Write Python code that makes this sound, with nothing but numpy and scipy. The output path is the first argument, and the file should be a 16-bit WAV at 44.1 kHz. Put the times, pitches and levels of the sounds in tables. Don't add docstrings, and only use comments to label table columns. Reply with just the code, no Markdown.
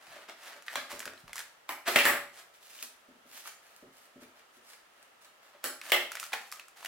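import sys
import numpy as np
from scipy import signal
from scipy.fft import rfft, irfft, next_fast_len
from scipy.io import wavfile
from scipy.ndimage import uniform_filter1d

SR = 44100
rng = np.random.default_rng(int(sys.argv[2]) if len(sys.argv) > 2 else 0)


def dump(signal):
    limited = np.clip(np.atleast_2d(signal).T, -1, 1)
    pcm = np.round(limited * 32767).astype(np.int16)
    wavfile.write(sys.argv[1], SR, pcm)


N = 302967

# t/s, level/dB, bass/dB, treble/dB,
# ring of struck spot f/Hz, room/dB, deep push/dB, ring of steel/dB
KNOCKS = [ (0.7555, -20, -18, -14, 1150, 0.5, -38, -36), (1.691, -23, -16.5, -13.5, 1050, 2, -51, -6),
          (1.878, -22.5, -8.5, -9.5, 1210, 2, -40, 4), (1.959, -5, -16.5, -18.5, 2400, -2, -39.5, -2),
          (1.987, -14.5, -46, -14, 2520, 5, -48, -19), (2.053, -10.5, -18, -15.5, 1770, 4.5, -37, 4),
          (2.075, -24, -15, -7.5, 1160, 7, -49, 9), (2.100, -21.5, -20, -13.5, 1590, 2.5, -54, 10),
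          (2.134, -22, -16, -26, 1950, 3, -47, 4), (5.641, -27, -11, -4, 1500, 4.5, -41, -5),
          (5.919, -9.5, -16.5, -15, 2930, 3.5, -58, -9.5)]
# t/s, level/dB, treble/dB, ring of patch f/Hz
SNAPS = [(0.623, -34.5, -3, 1370), (0.682, -17.5, -31, 1880), (0.916, -23.5, -10, 984),
         (0.993, -23, 16, 1130), (1.003, -21, -5, 1628), (1.021, -31, -12, 1940), (1.055, -20.5, -4, 1610),
         (1.076, -23.5, -30, 1640), (1.176, -37.5, -14, 4060), (1.279, -31.5, -11.5, 1170),
         (1.331, -22, -6, 2060), (1.357, -22.5, 2, 1100), (1.365, -25, -1, 1600), (1.380, -20, -5, 1870),
         (1.392, -20, -2, 1530), (1.404, -24, -15, 1650), (1.722, -27, 2, 930), (2.789, -32.5, -10, 3000),
         (2.826, -18.5, 2, 2520), (3.457, -28, -15, 1260), (3.763, -37, 5, 1300), (5.027, -39.5, 4, 1490),
         (5.814, -23.5, -12.5, 2580), (5.903, -24, -4, 3050), (6.118, -19.5, -5, 1420),
         (6.153, -20, -6, 1610), (6.170, -21.5, -28, 1920), (6.198, -18.5, 3, 2570),
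         (6.229, -21, -11, 1320), (6.239, -23, -3, 1370), (6.331, -13.5, -22, 2400),
         (6.337, -16, -18, 1940), (6.516, -26.5, 4, 5050), (6.524, -20.5, -3.5, 1240),
         (6.414, -32, -15, 1040), (6.596, -26, -12, 2590), (6.683, -35, -3, 1280),
         (6.828, -29.5, -15, 1040), (6.859, -20, -7, 2830)]
# t/s, level/dB, deep push/dB, pitch favoured by touched spot f/Hz
BUMPS = [(0.079, -61, -10, 130), (0.16, -44, -33, 623), (0.285, -53.5, -33, 320), (0.56, -51, -30, 560),
         (0.93, -38, -20, 433), (1.062, -41, -17, 340), (1.234, -54, 1, 140), (2.825, -54, -31, 298),
         (3.085, -48.5, -33, 265), (3.25, -54.5, -33, 259), (3.825, -44, -18, 342.8), (3.87, -53, -21, 201),
         (4.158, -44.5, -22, 267), (4.218, -47, -20, 278), (4.57, -56.5, -27, 260), (5.545, -51, -34, 660)]
# t/s, length/s, rasp/dB, fizz/dB, graininess/dB,
# swell from start to end/dB
STROKES = [ (0.0, 0.13, -50.5, -58, 2.5, 4), (0.11, 0.13, -46.5, -58, 3.5, -6),
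           (0.275, 0.023, -40, -52.5, 2.5, 3.5), (0.36, .12, -48, -54.5, 1.5, 16.5),
           (0.48, 0.11, -46.5, -57.5, 3.5, -10), (0.65, .105, -45, -50, 4, 11),
           (0.84, 0.054, -53, -64, 1, 6), (0.888, 0.036, -38.5, -45, 1.5, 12.5),
           (0.935, .06, -48.5, -53, 4, -8), (1.0, 0.15, -46, -60, 7, -5), (1.17, .04, -63, -59, 7, 0),
           (1.272, .035, -47, -61, 4, -8), (1.355, .055, -44, -46.5, 3.5, -0.5),
           (1.675, 0.017, -56, -57, 2, 12), (1.852, 0.034, -28.5, -39, -0.5, 24),
           (1.905, 0.061, -33, -36.5, 0, 4), (1.948, 0.021, -20.5, -30.5, 2, 7),
           (2.03, .025, -32, -33, 2, 12), (2.32, 0.08, -51.5, -53, 1.5, 11.5), (2.53, .03, -59, -57, 2, -3),
           (2.605, .21, -58, -51.5, 3, 8.5), (2.822, 0.019, -44.5, -37.5, 2, -7),
           (3.25, 0.12, -58, -54, 3.5, 22), (3.36, 0.048, -52.5, -48, 3.5, -2),
           (3.435, 0.042, -45.5, -45, 4.5, 10.5), (3.62, 0.21, -61, -63.5, 2.5, -7),
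           (3.92, .14, -63.5, -60, 3.5, -1), (4.2, 0.036, -52, -56, 4, 5),
           (4.35, 0.044, -54, -64.5, 3.5, 5), (4.52, 0.054, -66, -62.5, 2, 5),
           (4.62, 0.086, -62, -58, 0.5, 17), (4.71, 0.028, -51.5, -54, 4, 4), (4.93, 0.12, -60, -70, 4, 1),
           (5.205, 0.051, -55.5, -57.5, 3, 5), (5.415, 0.083, -56.5, -64, 1.5, -4),
           (5.53, 0.032, -53, -70, 5.5, -5), (5.615, 0.029, -52.5, -60, 4, 18),
           (5.825, 0.074, -43, -46.5, 2.5, 10), (6.1, .07, -48, -53, 4, 6), (6.19, .075, -48, -47, 4, -3),
           (6.315, .02, -33, -43, 5, 16), (6.4, .1, -59, -58, 0.5, 0), (6.51, 0.074, -53, -56, 7, -5),
           (6.755, 0.084, -50.5, -55, 1.5, -1), (6.822, 0.032, -43, -48, 6.5, 4)]
# f/Hz, level/dB, t60/s
BOX_MODES = [(123, -7, 0.15), (159, -10, 0.091), (237, -1, .14), (268, -1.5, 0.13), (348, -5.5, 0.16),
             (379, -6, 0.15), (429, -5.5, 0.24), (483, -1.5, 0.073), (580, 6.5, 0.1), (644, -3, 0.28),
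             (746, -3, 0.059)]
# f/Hz, level/dB, t60/s
TABLE_MODES = [(248, -10, 0.24), (360, -1.5, 0.24), (572, -1, 0.38), (670, -8, 0.13), (836, 1, 0.35),
               (1226, 0.5, 0.28), (1544, -3, 0.15), (1780, -20, 0.086), (1910, -14, 0.13),
               (1940, 4.5, 0.11), (2120, -37, 0.12), (2770, -30, 0.069), (2690, 9, 0.06), (3100, 1, 0.1)]
# f/Hz, width/Hz, level/dB
BLADE_MODES = [(7850, 200, 11), (10070, 600, 12), (12300, 470, 13.5), (12900, 380, 17), (14000, 520, 16),
               (15300, 1000, 13)]
# f/Hz, density/dB per Hz
KNOCK_SPECTRUM = [(60, -45), (110, -21), (195, -19.5), (255, -8.5), (500, -6), (600, -2.5), (950, -5.5),
                  (2000, 1.5), (3200, -5.5), (4300, -11.5), (6400, -20.5), (9800, -22.5), (10900, -24),
                  (12700, -25), (16000, -24)]
SNAP_SPECTRUM = [(150, -33), (500, -28.5), (1200, 4.5), (2200, 7), (4000, 1.5), (8000, 0), (12000, -3),
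                 (16000, -9)]
RUB_SPECTRUM = [(88, -68.5), (150, -29), (240, -19.5), (398, -13), (555, -9), (601, -2.5), (905, -6.5),
                (1600, -3.5), (3290, -11), (6390, -13), (6910, -12.5), (12700, -14), (16000, -18.5)]
AIR_SPECTRUM = [(15, -53), (25, -19), (123, -16.5), (242, -11), (476, -5), (575, -2), (1100, -3.5),
                (1330, 1), (1480, -5.5), (1700, -2.5), (2480, -8.5), (2840, -7), (4250, -14),
                (13200, -21.5), (16000, -24)]
# f/Hz, t60/s
ROOM_T60 = [(100, 0.65), (250, 0.39), (600, 0.37), (1300, 0.42), (2500, 0.41), (5000, 0.42), (9000, 0.39),
            (16000, 0.29)]
# f/Hz, correlation/-1 to 1
LIKENESS = [(40, 0.36), (130, .94), (350, .94), (650, 0.9), (1400, 0.71), (2800, 0.17), (5500, -0.048),
            (16000, -0.025)]
AIR_LIKENESS = [(30, .3), (100, 0.29), (500, 0.3), (900, 0.23), (1500, 0.023), (16000, 0)]
# t/s, lag of left microphone/s
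BEARING = [(0, .00003), (1.3, .00001), (1.7, .00005), (2.05, .00002), (2.8, .00006), (5.3, .00012),
           (5.64, 0), (6.87, 0)]
# f/Hz, level/dB
MIC_LEAN = [(300, 0.69), (2800, -0.3), (5500, -0.87), (14000, -1.7)]

AIR_DB = -61.5
BUMP_ROOM_DB, RUB_ROOM_DB, SNAP_ROOM_DB = -2.5, -1.53, -6.5
SPOT_DB_PER_OCT = -9.5
THUD_DB = -9.5
SLIPS_PER_S, SLIP_DECAY_S = 1500, 0.0012
STROKE_ATTACK_S, STROKE_RELEASE_S = 0.013, 0.0099
CHATTER_DECAY_S = 0.0034
EDGE_HZ = 16200


def amp(db):
    return 10 ** (np.asarray(db) / 20)


def unit(x):
    return x / np.sqrt(np.sum(x ** 2, -1, keepdims=True) + 1e-30)


def read(points, hz):
    f, value = np.transpose(points)
    return np.interp(np.log(hz + 1), np.log(f + 1), value)


def add(mix, s, sound):
    part = mix[:, round(s * SR):][:, :sound.shape[1]]
    part += sound[:, :part.shape[1]]


def band(x, hz, kind):
    sos = signal.butter(4, hz, kind, fs=SR, output="sos")
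    return signal.sosfilt(sos, x)


def resonate(x, hz, q):
    b, a = signal.iirpeak(hz, q, fs=SR)
    return signal.lfilter(b, a, x)


def colour(x, points, size=2048):
    hz = abs(np.fft.fftfreq(size, 1 / SR))
    log_gain = np.log(amp(np.maximum(read(points, hz), -100)))
    taps = np.fft.ifft(np.exp(np.conj(signal.hilbert(log_gain)))).real
    return signal.oaconvolve(x, unit(taps)[None], axes=1)[:, :x.shape[1]]


def diffuse(size, likeness=LIKENESS):
    a, b = rfft(rng.standard_normal((2, size)))
    same = np.clip(read(likeness, np.fft.rfftfreq(size, 1 / SR)), -1, 1)
    return irfft([a, same * a + np.sqrt(1 - same ** 2) * b], size)


def near(size, spread):
    return rng.standard_normal(size) + spread * diffuse(size)


def burst(envelope, spread, focus=1):
    direct = unit(near(len(envelope), spread) * envelope)
    feed = 0.72 * direct[0]
    feed[np.argmax(envelope)] += focus
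    return np.vstack([direct, unit(feed)])


def ring(modes, t):
    total = 0
    for hz, db, t60 in modes:
        decay = amp(db - 60 * t / t60)
        total = total + decay * np.sin(2 * np.pi * (hz * t + rng.random()))
    return unit(total)


def placed(x, s):
    size = next_fast_len(x.shape[1])
    hz = np.fft.rfftfreq(size, 1 / SR)
    lag_s = np.interp(s, *np.transpose(BEARING))
    z = rfft(x, size)
    z[0] *= np.exp(-2j * np.pi * hz * lag_s)
    return irfft(z, size)


def air():
    noise = colour(diffuse(N, AIR_LIKENESS), AIR_SPECTRUM, size=8192)
    return amp(AIR_DB) * np.sqrt(N) * unit(noise)


def room(x, size=24576):
    hz, t, z = signal.stft(diffuse(size), SR, nperseg=256)
    decay = amp(-60 * t / read(ROOM_T60, hz)[:, None])
    tail = signal.istft(z * decay, SR, nperseg=256)[1][:, :size]
    tail *= 1 - np.exp(-(np.arange(size) / SR / 0.005) ** 2)
    return signal.fftconvolve(x, unit(tail), axes=1)[:, :N]


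def push(t):
    return unit(band(burst(np.exp(-t / 0.022), 0.34), [28, 170], "band"))


def bump(level_db, push_db, hz, size=12000):
    t = np.arange(size) / SR
    modes = [(f, db + SPOT_DB_PER_OCT * abs(np.log2(f / hz)), t60) for f, db, t60 in BOX_MODES]
    hollow = unit(ring(modes, t) * (1 - np.exp(-t / 0.0018)))
    thud = unit(band(burst(np.exp(-t / 0.012), 0.35), [hz * 0.707, hz * 1.6], "band"))
    blow = hollow + amp(THUD_DB) * thud + amp(push_db - 1) * push(t)
    return amp(level_db + 20.0) * blow, BUMP_ROOM_DB


def stroke(length_s, rasp_db, fizz_db, grain_db, swell_db, size=16384):
    t = np.arange(size) / SR
    attack = np.minimum(t / STROKE_ATTACK_S, 1)
    swell = amp(swell_db * (np.minimum(t / length_s, 1) - 0.5))
    release = np.exp(-np.maximum(t - length_s, 0) / STROKE_RELEASE_S)
    pressure = attack * swell * release
    strength = amp(grain_db * np.minimum(rng.exponential(1, size), 5))
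    slips = (rng.random(size) < SLIPS_PER_S / SR) * strength
    energy = signal.lfilter([1], [1, -np.exp(-1 / (SLIP_DECAY_S * SR))], slips ** 2)
    grip = np.sqrt(energy / (uniform_filter1d(energy, 3000) + 1e-6))
    grains = colour(burst(grip, 0.82, focus=0), RUB_SPECTRUM)
    rasp = amp(rasp_db - 9.0) * unit(band(grains, 4150, "low"))
    fizz = amp(fizz_db - 5.0) * unit(band(grains, 2760, "high"))
    return np.sqrt(size) * pressure * (rasp + fizz), RUB_ROOM_DB


def snap(level_db, treble_db, hz, size=2048):
    t = np.arange(size) / SR
    slip = np.exp(-t / 0.0015) * (1 - np.exp(-t / 0.00046))
    settling = amp(-18.5) * np.exp(-t / 0.029)
    crack = unit(colour(burst(slip + settling, 0.32), SNAP_SPECTRUM))
    patch_envelope = np.exp(-t / 0.0017) * (1 - np.exp(-t / 0.00062))
    patch = unit(np.sin(2 * np.pi * hz * t) * patch_envelope)
    body = unit(band(crack, 4260, "low") + amp(-2.5) * patch)
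    treble = amp(treble_db + 3.0) * unit(band(crack, 5200, "high"))
    return amp(level_db + 7.5) * unit(body + treble), SNAP_ROOM_DB


def knock(level_db, bass_db, treble_db, hz, room_db, push_db, steel_db, size=8192):
    t = np.arange(size) / SR
    contact = np.exp(-t / CHATTER_DECAY_S) * (1 - np.exp(-t / 0.00026))
    rattle = amp(-24) * np.exp(-t / 0.038)
    blow = unit(colour(burst(contact + rattle, 0.48), KNOCK_SPECTRUM))
    spot = unit(resonate(blow, hz, 4.0))
    steel = sum(amp(db) * resonate(blow, f, f / width) for f, width, db in BLADE_MODES)
    blow = blow + amp(-12.0) * ring(TABLE_MODES, t) + amp(-1.5) * spot + amp(steel_db) * steel
    bass = amp(bass_db + 7) * unit(band(blow, 770, "low"))
    body = unit(band(blow, [600, 4000], "band"))
    treble = amp(treble_db + 10) * unit(band(blow, 4800, "high"))
    return amp(level_db + 13.5) * (bass + body + treble + amp(push_db) * push(t)), room_db


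def scene(paths=4):
    mix, sends = air(), np.zeros((paths, 1, N))
    for table, source in (BUMPS, bump), (STROKES, stroke), (SNAPS, snap), (KNOCKS, knock):
        for k, (s, *settings) in enumerate(table):
            sound, room_db = source(*settings)
            add(mix, s, placed(sound[:2], s))
            add(sends[k % paths], s, amp(room_db) * sound[2:])
    return mix + sum(room(send) for send in sends)


def record(dry):
    lean_db = read(MIC_LEAN, np.fft.rfftfreq(N, 1 / SR))
    heard = irfft(rfft(dry) * amp(np.array([[0.5], [-0.5]]) * lean_db), N)
    lowpass = signal.firwin(301, EDGE_HZ, window=("kaiser", 9), fs=SR)
    return signal.oaconvolve(heard, lowpass[None], "same")


dry = scene()
out = record(dry)
dump(out)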